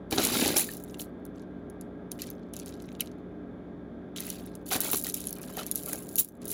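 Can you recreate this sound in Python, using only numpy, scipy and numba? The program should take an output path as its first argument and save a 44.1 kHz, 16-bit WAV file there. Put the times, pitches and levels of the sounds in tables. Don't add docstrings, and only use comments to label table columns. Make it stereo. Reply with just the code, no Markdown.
import sys
import numpy as np
from scipy import signal
from scipy.fft import rfft, irfft, next_fast_len
from scipy.io import wavfile
from scipy.ndimage import uniform_filter1d
from numba import njit

SR = 44100
rng = np.random.default_rng(int(sys.argv[2]) if len(sys.argv) > 2 else 0)


def pcm_store(signal):
    levels = np.round(np.clip(np.atleast_2d(signal), -1, 1) * 32767)
    wavfile.write(sys.argv[1], SR, levels.astype(np.int16).T)


N = 288272
TOP_HZ = 16200

# frequency in Hz, typical lag of the left port in seconds.
PORT_LAG = [(5500, -.00028), (6800, .000183)]


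def undb(db):
    return 10 ** (np.asarray(db) / 20)


def unit(x):
    return x / np.sqrt(np.mean(x ** 2))


def on_log(hz, points):
    point_hz, value = np.transpose(points)
    return np.interp(np.log(hz + 1), np.log(point_hz), value)


def colour(x, points):
    length = x.shape[-1]
    n = next_fast_len(length + 1000, real=True)
    hz = np.arange(n // 2 + 1) * SR / n
    return irfft(rfft(x, n) * undb(on_log(hz, points)), n)[..., :length]


def walk(rate):
    return np.interp(np.arange(N) / SR * rate, np.arange(512), rng.standard_normal(512))


@njit
def ring(s, lag, hz, t60, size, rise_s):
    out = np.zeros((2, N))
    for k in range(len(s)):
        for m in range(hz.shape[1]):
            pole = (2j * np.pi * hz[k, m] - np.log(1000) / t60[k, m]) / SR
            step = np.exp(pole)
            for side in range(2):
                start = (s[k] + lag[k, m] * (1 - side)) * SR
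                first = int(start) + 1
                last = min(N, first + int((t60[k, m] + rise_s) * SR))
                z = size[k, m] * np.exp(pole * (first - start))
                for i in range(max(first, 0), last):
                    swell = min((i - start) / (rise_s * SR), 1.)
                    out[side, i] += z.imag * swell * swell * (3 - 2 * swell)
                    z *= step
    return out


def contacts(s, db, top_hz, ring_s, ring_spread, lag_spread, centre_hz=None, octaves=0.91, count=8):
    place, turn = rng.random((len(s), 2, count)).transpose(1, 0, 2)
    strength, decay, where = rng.standard_normal((len(s), 3, count)).transpose(1, 0, 2)
    hz = top_hz * (np.arange(count) + .5 + place) / (count + .5)
    t60 = ring_s * np.exp(ring_spread * decay)
    size = undb(1.3 * strength) * (ring_s / t60) ** .5
    if centre_hz is not None:
        size = size * np.exp(-.5 * (np.log2(hz / centre_hz[:, None]) / octaves) ** 2)
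    size = size * (undb(db) / np.linalg.norm(size, axis=1))[:, None]
    size = size * np.exp(2j * np.pi * turn)
    lag = on_log(hz, PORT_LAG) * (1 + lag_spread * where[:, :1])
    return ring(s, lag, hz, t60, size, rise_s=0.00013)


def shower(gain, rate, spread_db, top_hz, ring_s, lag_spread, points, count=7000):
    busy_db, crowding = -29, .6
    chance = rng.random((count, 2))
    busy = np.minimum(gain / undb(busy_db), 1) ** crowding
    at = np.searchsorted(np.cumsum(busy) * rate / SR, np.cumsum(-np.log(1 - chance[:, 0])))
    at = at[at < N]
    excess_db = spread_db * np.minimum(-np.log(1 - chance[:len(at), 1]), 3.5)
    db = excess_db + 10 * np.log10(gain[at] ** 2 / busy[at])
    run = colour(contacts(at / SR, db, top_hz, ring_s, 1., lag_spread), points)
    return unit(run) * np.sqrt(np.mean(gain ** 2))


def strike(s, db, modes, detune, scatter_db, weight=1):
    hz, mode_db, t60 = np.transpose(modes)
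    shift, spot = rng.standard_normal((len(s), 2, len(hz))).transpose(1, 0, 2)
    size = np.sign(spot) * undb(mode_db + scatter_db * np.abs(spot)) * weight
    size = size * (undb(db) / np.linalg.norm(size, axis=1))[:, None]
    lag = np.tile(on_log(hz, PORT_LAG), (len(s), 1))
    return ring(s, lag, hz * (1 + detune * shift), np.tile(t60, (len(s), 1)), size + 0j, rise_s=0.002)


def strokes(start, length, db, settle_s):
    attack_s, sag_db_per_s = 0.01402, 5.5
    t = np.arange(0, N, 32) / SR
    age = t - start[:, None]
    sag_db = sag_db_per_s * np.clip(age, 0, None)
    settle_db = 60 * np.clip(age - length[:, None], 0, None) / settle_s[:, None]
    gain = np.clip(age / attack_s, 0, 1) * undb(db[:, None] - (sag_db + settle_db))
    return np.interp(np.arange(N) / SR, t, np.linalg.norm(gain, axis=0))


def stirring():
    # start in seconds, length in seconds, fine chains in relative dB, larger beads in relative dB,
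    # time to settle by 60 dB in seconds (a negative time grows instead, as at the very end).
    moves = [(0.103, 0.04, -37, -34, 0.92), (0.18, .13, -32.5, -29.5, 0.42), (0.31, .18, -30, -27.5, 0.56),
             (0.552, .066, -24.5, -30.5, 0.0939), (0.63, .02, -41, -48, 0.72),
             (0.984, 0.0237, -38.5, -50, 0.15), (1.34, .09, -80, -68, 0.07),
             (2.113, 0.0191, -60.5, -60, 0.33), (2.183, 0.04, -51, -42, 0.22),
             (2.253, 0.0289, -52, -47, 0.21), (2.36, .02, -78, -64, .5), (2.529, 0.09, -55, -52, 0.3),
             (2.652, 0.045, -54, -50, 0.27), (2.781, 0.0404, -63.5, -58, 0.9), (2.99, .015, -58, -51, 0.2),
             (4.155, 0.0405, -43, -39, 0.68), (4.239, 0.0497, -42, -45, 0.5),
             (4.39, 0.0917, -70, -60, 0.69), (4.655, 0.0399, -42, -50, 0.07),
             (4.705, 0.06, -29, -30.5, 0.09), (4.802, .1, -33, -38, 0.26), (4.91, 0.085, -32.5, -45, 0.07),
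             (5.04, 0.054, -38.5, -42.5, 0.14), (5.135, 0.035, -36, -45, 0.38),
             (5.196, 0.0968, -50, -54.5, 0.3), (5.346, 0.02825, -55, -54, 0.13),
             (5.415, 0.125, -48, -51.5, 0.2), (5.563, 0.04, -39, -39.5, 0.26),
             (5.668, 0.04, -47.5, -54, 0.35), (5.759, .025, -39, -50, 0.5),
             (5.846, 0.0952, -39, -51.5, 0.62), (6.083, 0.0252, -49, -61.5, 0.73),
             (6.174, 0.028, -23.5, -42, 0.09), (6.409, 0.069, -53, -56, 0.7),
             (6.495, 0.04, -30.5, -44.5, -2)]
    start, length, chain_db, bead_db, settle_s = np.transpose(moves)
    return strokes(start, length, chain_db, settle_s), strokes(start, length, bead_db, settle_s)


def rattle(chain_gain, bead_gain):
    # frequency in Hz, relative level in dB.
    chain_colour = [(1000, -35), (2500, -28.5), (4000, -11.5), (6000, -11.5), (7500, 2), (9400, -.5),
                    (11500, 1), (13200, -5.5), (14300, 0), (15200, 4), (16500, -27.5)]
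    # frequency in Hz, relative level in dB.
    bead_colour = [(500, -24), (1500, -4), (2100, -3), (2700, -2.5), (3400, -1), (4400, 0.5), (5200, -4),
                   (6500, -4.5), (10000, -15), (16000, -24.5)]
    # time in seconds, typical swing of the level in dB.
    snag = [(.55, 1), (.7, 2.)]
    chains = shower(chain_gain, rate=1800, spread_db=2.2, top_hz=16750.0, ring_s=.0028,
                    lag_spread=0.016, points=chain_colour)
    beads = shower(bead_gain, rate=1400, spread_db=2.3, top_hz=8882.0, ring_s=0.005,
                   lag_spread=0.5, points=bead_colour)
    swing_db = np.interp(np.arange(N) / SR, *np.transpose(snag))
    spurts = undb(swing_db * walk(70))
    beads = beads * undb(np.array([[-1], [1]]) * 3 / 2)
    return spurts * (chains + undb(-4.0) * beads)


def strays(stir, per_s, over_db, hz):
    spread_db, octaves = 1.5, .9
    slot, strength, tone = rng.random((int(per_s * N / SR), 3)).T
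    s = (np.arange(len(slot)) + slot) / per_s
    stir_db = 20 * np.log10(np.interp(s * SR, np.arange(N), stir) + 1e-9)
    db = stir_db + over_db + spread_db * (2 * strength - 1)
    return np.transpose([s, db, hz * 2 ** (octaves * (2 * tone - 1))])


def clicks(rows):
    # frequency in Hz, gain in dB.
    click_colour = [(800, -9), (2000, 2), (2800, 1.5), (4500, -0.5), (16000, 0.5)]
    s, db, hz = rows.T.copy()
    brush, first, second = rng.random((len(s), 3)).T
    graze = contacts(s - 0.006 * brush, db - 16.5, TOP_HZ, ring_s=0.0027, ring_spread=0.35,
                     lag_spread=0.065, centre_hz=hz)
    tick = contacts(s, db + 2.5, TOP_HZ, ring_s=.0021, ring_spread=.35,
                    lag_spread=.04, centre_hz=hz, octaves=.55, count=16)
    rebound = contacts(s + 0.000615 + 0.0025 * first, db - 7.0, TOP_HZ, ring_s=0.0019, ring_spread=.6,
                       lag_spread=.08, centre_hz=hz)
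    tinkle = contacts(s + .002 + .01 * second, db - 21, 12500, ring_s=.017, ring_spread=.6,
                      lag_spread=.08, centre_hz=hz)
    return colour(graze + tick + rebound + tinkle, click_colour)


def clacks(rows):
    # nominal multiple of its pitch, level in dB, share of its ring time.
    bead_modes = [(1, -0.5, 0.86), (1.37, -11, .6), (2.36, -8, .5)]
    lag_s = -0.00015
    s, db, hz, t60 = rows.T.copy()
    ratio, mode_db, share = np.transpose(bead_modes)
    shape, spot, where = rng.standard_normal((len(s), 3, len(ratio))).transpose(1, 0, 2)
    partials = np.minimum(hz[:, None] * ratio ** (1 + 0.052 * shape), TOP_HZ)
    size = undb(db[:, None] + mode_db) * np.sign(spot)
    return ring(s, lag_s * (1 + .5 * where), partials, t60[:, None] * share, size + 0j, rise_s=.0003)


def discs():
    # time in seconds, level in dB.
    jingles = [(4.712, -45), (4.805, -22), (4.914, -17), (4.932, -17), (6.195, -10.5), (6.206, -21)]
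    # nominal frequency in Hz, relative level in dB, time to fall 60 dB in seconds.
    disc_modes = [(10800, -7, .035), (11330, -8, .035), (14700, -6, .04), (15040, 0, .05), (15350, -1, .05),
                  (15500, -2, .045)]
    s, db = np.array(jingles).T.copy()
    return strike(s, db, disc_modes, detune=0.0032, scatter_db=2.5)


def table():
    # start in seconds, length in seconds, relative level in dB, time to settle by 60 dB in seconds.
    slides = [(0.11, 0.01944, -36, 0.26), (0.168, 0.0203, -28, 0.25), (0.21, .31, -35.5, 0.5),
              (0.32, .15, -39, 0.3), (0.553, 0.017, -27, 0.12), (4.702, 0.06, -33, 0.37),
              (4.81, 0.085, -39.5, .1), (4.925, 0.025, -42, 0.06), (5.044, 0.0259, -47, 0.17),
              (5.354, 0.02514, -47.5, 1.14), (5.565, 0.038, -38, 0.2), (5.863, 0.01973, -43.5, 0.27),
              (5.918, 0.019, -43, 0.24)]
    # start in seconds, length in seconds, relative level in dB, time to settle by 60 dB in seconds.
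    rumbles = [(0.111, .15, -30, .5), (0.309, .15, -26, 0.63)]
    # time in seconds, relative level in dB, centre of the colour in Hz.
    landings = [(0.124, -14.5, 248), (0.18, -11.5, 248), (0.457, -14.5, 253), (0.561, -18, 500),
                (0.594, -22.5, 800), (4.754, -18.5, 226), (4.936, -19, 340), (5.575, -25, 700),
                (5.93, -30, 600.2)]
    # nominal frequency in Hz, relative level in dB, time to fall 60 dB in seconds.
    top_modes = [(91.65, -4, 0.048), (248, 3, .06), (342.4, -4.5, 0.18), (415.6, -2, 0.079),
                 (610, -11.5, 0.031), (772, 4, 0.05), (1244, -4.5, 0.023), (1506, -1.5, .02),
                 (1826, 8, 0.017)]
    # frequency in Hz, relative level in dB.
    slide_colour = [(150, -14), (350, 4.5), (500, 0), (780, 3), (1050, -3), (1450, -.5), (2000, -9.5),
                    (2900, -10.5), (6000, -18.5)]
    # frequency in Hz, relative level in dB.
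    rumble_colour = [(40, -27), (90, -10), (150, -7), (250, 1), (380, -2), (520, -7.5), (1000, -36)]
    slide = shower(strokes(*np.transpose(slides)), rate=800, spread_db=3.0, top_hz=6096.0, ring_s=0.011,
                   lag_spread=0.51, points=slide_colour)
    rumble = shower(strokes(*np.transpose(rumbles)), rate=450, spread_db=1.5, top_hz=716.0, ring_s=0.029,
                    lag_spread=0.87, points=rumble_colour)
    s, db, hz = np.array(landings).T.copy()
    mode_hz = np.array(top_modes)[:, 0]
    weight = np.exp(-.5 * (np.log2(mode_hz / hz[:, None]) / 2.0) ** 2)
    knocks = strike(s, db - 2.5, top_modes, detune=.04, scatter_db=2, weight=weight)
    return (undb(-0.14) * slide + undb(-4.0) * rumble + knocks) * undb(np.array([[1], [-1]]) * 1.6)


def room(x, count=8):
    # frequency in Hz, gain in dB.
    scatter_colour = [(200, -8), (1000, -2), (2500, 7.5), (5500, 5.5), (8500, -4.5), (11000, 2.5),
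                      (16000, -3)]
    scatter_s, shift_s, scatter_db = .016, .015, -10
    t = np.arange(SR // 2) / SR
    far = rng.standard_normal((2, len(t))) * undb(-60 * t / 0.16) * (1 - np.exp(-t / 0.018))
    echoes = undb(-25) * signal.fftconvolve(x, unit(far) / np.sqrt(len(t)), axes=1)[:, :N]
    t = t[:int(scatter_s * SR)]
    hold = int(shift_s * SR)
    near = rng.standard_normal((count, 2, len(t))) * undb(-60 * t / scatter_s) * (1 - np.exp(-t / .001))
    path = np.repeat(rng.integers(0, count, N // hold + 1), hold)[:N]
    for k in range(count):
        share = uniform_filter1d(1. * (path == k), hold // 2)
        scattered = signal.oaconvolve(x * share, unit(near[k]) / np.sqrt(len(t)), axes=1)[:, :N]
        echoes = echoes + undb(scatter_db) * scattered
    return x + colour(echoes, scatter_colour)


def hum():
    shaft_hz, motor_hz = 45.68, 59.2
    # multiple of the shaft speed, typical level in dB rms.
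    shaft = [(2, -60), (3, -63), (4, -50), (5, -57), (6, -56), (7, -63), (8, -57.5), (11, -63.5),
             (12, -62.5), (14, -68), (15, -69), (19, -75)]
    # multiple of the motor speed, typical level in dB rms.
    motor = [(1, -59), (2, -65), (4, -57), (5, -52), (7, -53), (8, -69), (10, -62), (12, -71), (13, -68),
             (14, -72), (15, -76)]
    # frequency in Hz, typical level in dB rms.
    whine = [(1370, -78), (1567, -73), (1640, -75), (1836, -79), (2540, -87), (3505, -80), (3677, -86.5)]
    t = np.arange(N) / SR
    lines = [(k * shaft_hz, db) for k, db in shaft]
    lines += [(k * motor_hz, db) for k, db in motor]
    lines += whine
    out = 0
    for hz, db in lines:
        apart = np.array([[1], [-1]]) * rng.choice([-1, 1]) * min(hz / 1100, .6)
        level = np.sqrt(2) * undb(db + .8 * walk(4))
        phase = 2 * np.pi * (hz * t + rng.random()) + .3 * walk(3) + apart
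        out = out + level * np.sin(phase)
    return out


def fan():
    # frequency in Hz, relative level in dB.
    air_colour = [(15, -63.5), (25, -41.5), (49, -12.5), (114, -15), (150, -8.5), (200, -10.5), (245, -3),
                  (285, -5.5), (326, -8.5), (416, -11), (451, -14), (520, -17), (690, -16.5), (750, -23.5),
                  (936, -27), (1380, -27), (1480, -34), (1610, -24.5), (1740, -34.5), (2300, -37.5),
                  (2700, -49), (3300, -42), (3900, -49.5), (5200, -58), (7000, -60.5), (8500, -69.5),
                  (11000, -60.5), (13500, -72.5), (16000, -69.5)]
    # frequency in Hz, correlation.
    air_likeness = [(60, 0.84), (250, 0.77), (500, 0.49), (1000, -.1), (2000, 0), (8000, -0.198)]
    # time in seconds, gain in dB.
    dip = [(6.21, 0), (6.235, -10.5), (6.32, -7.5), (6.44, 0.5)]
    air_db = -45.3
    hz = np.arange(N // 2 + 1) * SR / N
    likeness = np.clip(on_log(hz, air_likeness), -.9, .98)
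    mid, side = colour(rng.standard_normal((2, N)), air_colour)
    side = irfft(rfft(side) * np.sqrt((1 - likeness) / (1 + likeness)), N)
    air = (mid + side * np.array([[1], [-1]])) / np.std(mid)
    air = air * undb(air_db + 0.43 * walk(4.9))
    return (air + hum()) * undb(np.interp(np.arange(N) / SR, *np.transpose(dip)))


def scene():
    # time in seconds, relative strength in dB, centre of the colour in Hz.
    clear_clicks = [(0.1105, -18.5, 9000), (0.1258, -11.5, 4105), (0.16, -17, 11500), (0.179, -11, 4500),
                    (0.183, -3, 4600), (0.2381, -6, 11000), (0.2505, 0.5, 8900), (0.271, -7.5, 8000),
                    (0.411, -16, 3500), (0.439, -15.5, 3200), (0.4605, -10, 4530), (0.479, -10, 9000),
                    (0.5678, 1, 7290), (0.5772, 3, 12000), (0.5841, -1.5, 9534), (0.595, -3, 10500),
                    (0.607, -11, 13000), (0.613, -15, 12000), (0.646, -17, 11000), (0.667, -27, 10000),
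                    (0.7163, -20, 13470), (0.7364, -17, 10710), (0.7491, -23, 9500), (0.7693, -20, 11200),
                    (0.802, -29.5, 10400), (0.8384, -20.5, 11500), (0.8974, -33, 7040), (0.907, -38, 5500),
                    (0.9442, -25, 5030), (0.9726, -38, 9000), (0.9977, -22, 4200), (1.0067, -17.5, 10400),
                    (1.017, -17, 9080), (1.2523, -23.5, 12100), (1.3965, -40, 5015), (1.42, -43.5, 8000),
                    (1.6997, -32, 10470), (1.8114, -26.5, 8505), (2.1174, -15, 8500), (2.2191, -13, 8900),
                    (2.2703, -27, 11000), (2.3025, -17, 11900), (2.537, -18.5, 9500), (2.566, -20, 9000),
                    (2.5907, -26, 10000), (2.5986, -20.5, 8350), (2.6606, -23, 9400), (2.681, -29, 6500),
                    (2.692, -28, 6000), (2.725, -35, 4500), (2.7399, -31, 6700), (2.7535, -40, 8000),
                    (2.8014, -34, 4106), (2.8223, -27, 8000), (2.857, -38, 7500), (2.8887, -33.5, 4270),
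                    (2.918, -33.5, 4540), (2.9512, -34.5, 5120), (2.9984, -26.5, 2745),
                    (3.007, -6.5, 10500), (3.0085, -17, 3500), (3.0195, -25, 5490), (3.06, -33, 6500),
                    (3.0733, -31, 5000), (3.116, -39, 5000), (4.162, -23, 5000), (4.1735, -19.5, 6500),
                    (4.184, -20, 4500), (4.2046, -10.5, 10800), (4.2671, -14, 11800), (4.302, -9.5, 11110),
                    (4.401, -37, 6754), (4.4273, -39.5, 10000), (4.463, -26.5, 12820),
                    (4.5533, -25.5, 9200), (4.6633, -28, 12000), (4.6883, -25, 10000),
                    (4.7068, -20.5, 3000), (4.7118, -11, 15000), (4.7168, -20, 3800), (4.7255, -19, 4570),
                    (4.7335, -13, 5500), (4.7457, -19, 3900), (4.7575, -17, 9000), (4.7635, -9, 10500),
                    (4.8048, -2, 11500), (4.8165, -16, 9000), (4.8704, -25, 12000), (4.8834, -13.5, 15000),
                    (4.9025, -16, 9000), (4.9145, -7, 14000), (4.9235, -9.5, 13100), (4.9318, -2.5, 13200),
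                    (4.933, -11, 4000), (4.9455, -7, 6500), (4.9595, -7, 13000), (4.9745, -11, 12000),
                    (4.9842, -13, 10800), (5.0135, -17, 11000), (5.0246, -14, 10400), (5.0455, -15, 5500),
                    (5.068, -9, 10200), (5.0391, -10, 14970), (5.0889, -9, 12000), (5.0986, -9.5, 8000),
                    (5.1224, -23, 11000), (5.1423, -3, 11200), (5.2002, -25, 11000), (5.2053, -20, 8500),
                    (5.2153, -19.5, 9400), (5.2406, -24, 9900), (5.2539, -23.5, 8950), (5.271, -11, 9200),
                    (5.2853, -23, 8000), (5.2927, -16.5, 9700), (5.3074, -17, 12000),
                    (5.3285, -13.5, 11100), (5.3544, -29, 12000), (5.3854, -27, 10900),
                    (5.4157, -17, 13000), (5.4317, -24.5, 8000), (5.502, -24, 10600), (5.5376, -29, 11000),
                    (5.569, -14, 10900), (5.592, -18.5, 4300), (5.6321, -18.5, 7500), (5.6653, -16, 10500),
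                    (5.6706, -17.5, 11000), (5.7138, -6, 10300), (5.757, -5, 10500), (5.776, -12.5, 11000),
                    (5.7994, -20.5, 10900), (5.8283, -26, 10800), (5.8348, -21, 10500),
                    (5.8607, -13, 11500), (5.8855, -16.5, 11000), (5.8902, -16, 11000),
                    (5.9186, -25, 11400), (5.9316, -8.5, 10400), (5.9571, -17.5, 12000),
                    (6.0238, -24, 11100), (6.0347, -27.5, 10500), (6.0904, -19, 11100),
                    (6.13, -29.5, 12000), (6.157, -2.5, 13000), (6.1841, 0, 12000), (6.1853, -9, 6000),
                    (6.1902, -1, 12100), (6.2075, -5, 14200), (6.2258, -23, 12000), (6.2466, -17.5, 13700),
                    (6.2783, -33, 11000), (6.2875, -27.5, 12200), (6.4182, -30, 6350),
                    (6.4546, -15.5, 12600), (6.4805, -9, 14200), (6.4925, -18, 12000), (6.5035, -18, 13000),
                    (6.5157, -9, 14010)]
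    # time in seconds, relative level in dB, pitch in Hz, nominal ring time (60 dB) in seconds.
    clear_clacks = [(.112, -38.5, 2770, .008), (.125, -20.5, 2377, .012), (.182, -20, 1450, 0.007786),
                    (.46, -21, 1000, 0.007), (.563, -16, 2390, 0.01029), (.596, -23, 1840, 0.01013),
                    (.689, -26, 1770, 0.03), (.706, -36, 3000, .014), (.897, -45, 5289, .01),
                    (.944, -34.5, 2780, .012), (.998, -31, 2800, 0.005), (2.1174, -39, 5300, .009),
                    (2.219, -23, 4500, 0.006), (2.537, -36, 3000, 0.0114), (2.599, -36, 4400, 0.014),
                    (2.74, -39, 4130, 0.01296), (2.889, -43, 2174, 0.01), (2.918, -45, 2400, .012),
                    (3.007, -22, 3030, 0.014), (3.02, -32, 2200, 0.014), (4.162, -27.5, 3273, 0.011),
                    (4.173, -36, 3380, 0.013), (4.183, -36, 3370, 0.011), (4.716, -25, 2149, 0.011),
                    (4.745, -34, 2874, 0.01037), (4.758, -30, 2207, 0.01106), (4.817, -29, 4100, .014),
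                    (4.848, -27, 3500, .012), (4.932, -18, 1110, 0.009), (4.946, -20, 1119, 0.01),
                    (4.9595, -28, 2900, .013), (5.045, -29, 2840, .016), (5.068, -28, 1932, .016),
                    (5.142, -28, 3570, 0.014), (5.215, -38, 3700, .014), (5.271, -36, 3400, .012),
                    (5.575, -22, 760, 0.008), (5.583, -28, 1150, 0.006), (5.592, -26, 1250, 0.006),
                    (5.601, -31, 900, 0.007), (5.632, -35, 4300, .012), (5.665, -37, 3350, .012),
                    (5.918, -38.5, 1539, 0.013), (5.931, -26, 1540, 0.009)]
    chain_gain, bead_gain = stirring()
    stray_clicks = strays(np.hypot(chain_gain, bead_gain), per_s=25, over_db=3.5, hz=8000)
    ticks = clicks(np.vstack([clear_clicks, stray_clicks]))
    loose = strays(bead_gain, per_s=40, over_db=4, hz=3000)
    stray_clacks = np.column_stack([loose, np.full(len(loose), .013)])
    beads = clacks(np.vstack([clear_clacks, stray_clacks]))
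    heap = ticks + beads + rattle(chain_gain, bead_gain) + discs() + table()
    return room(heap) + fan()


def record(dry):
    rounded = .75 * np.tanh(dry / .75)
    thin = signal.sosfilt(signal.butter(4, 42, "high", fs=SR, output="sos"), rounded)
    return signal.sosfilt(signal.ellip(10, .2, 90, TOP_HZ, fs=SR, output="sos"), thin)


dry = scene()
out = record(dry)
pcm_store(out)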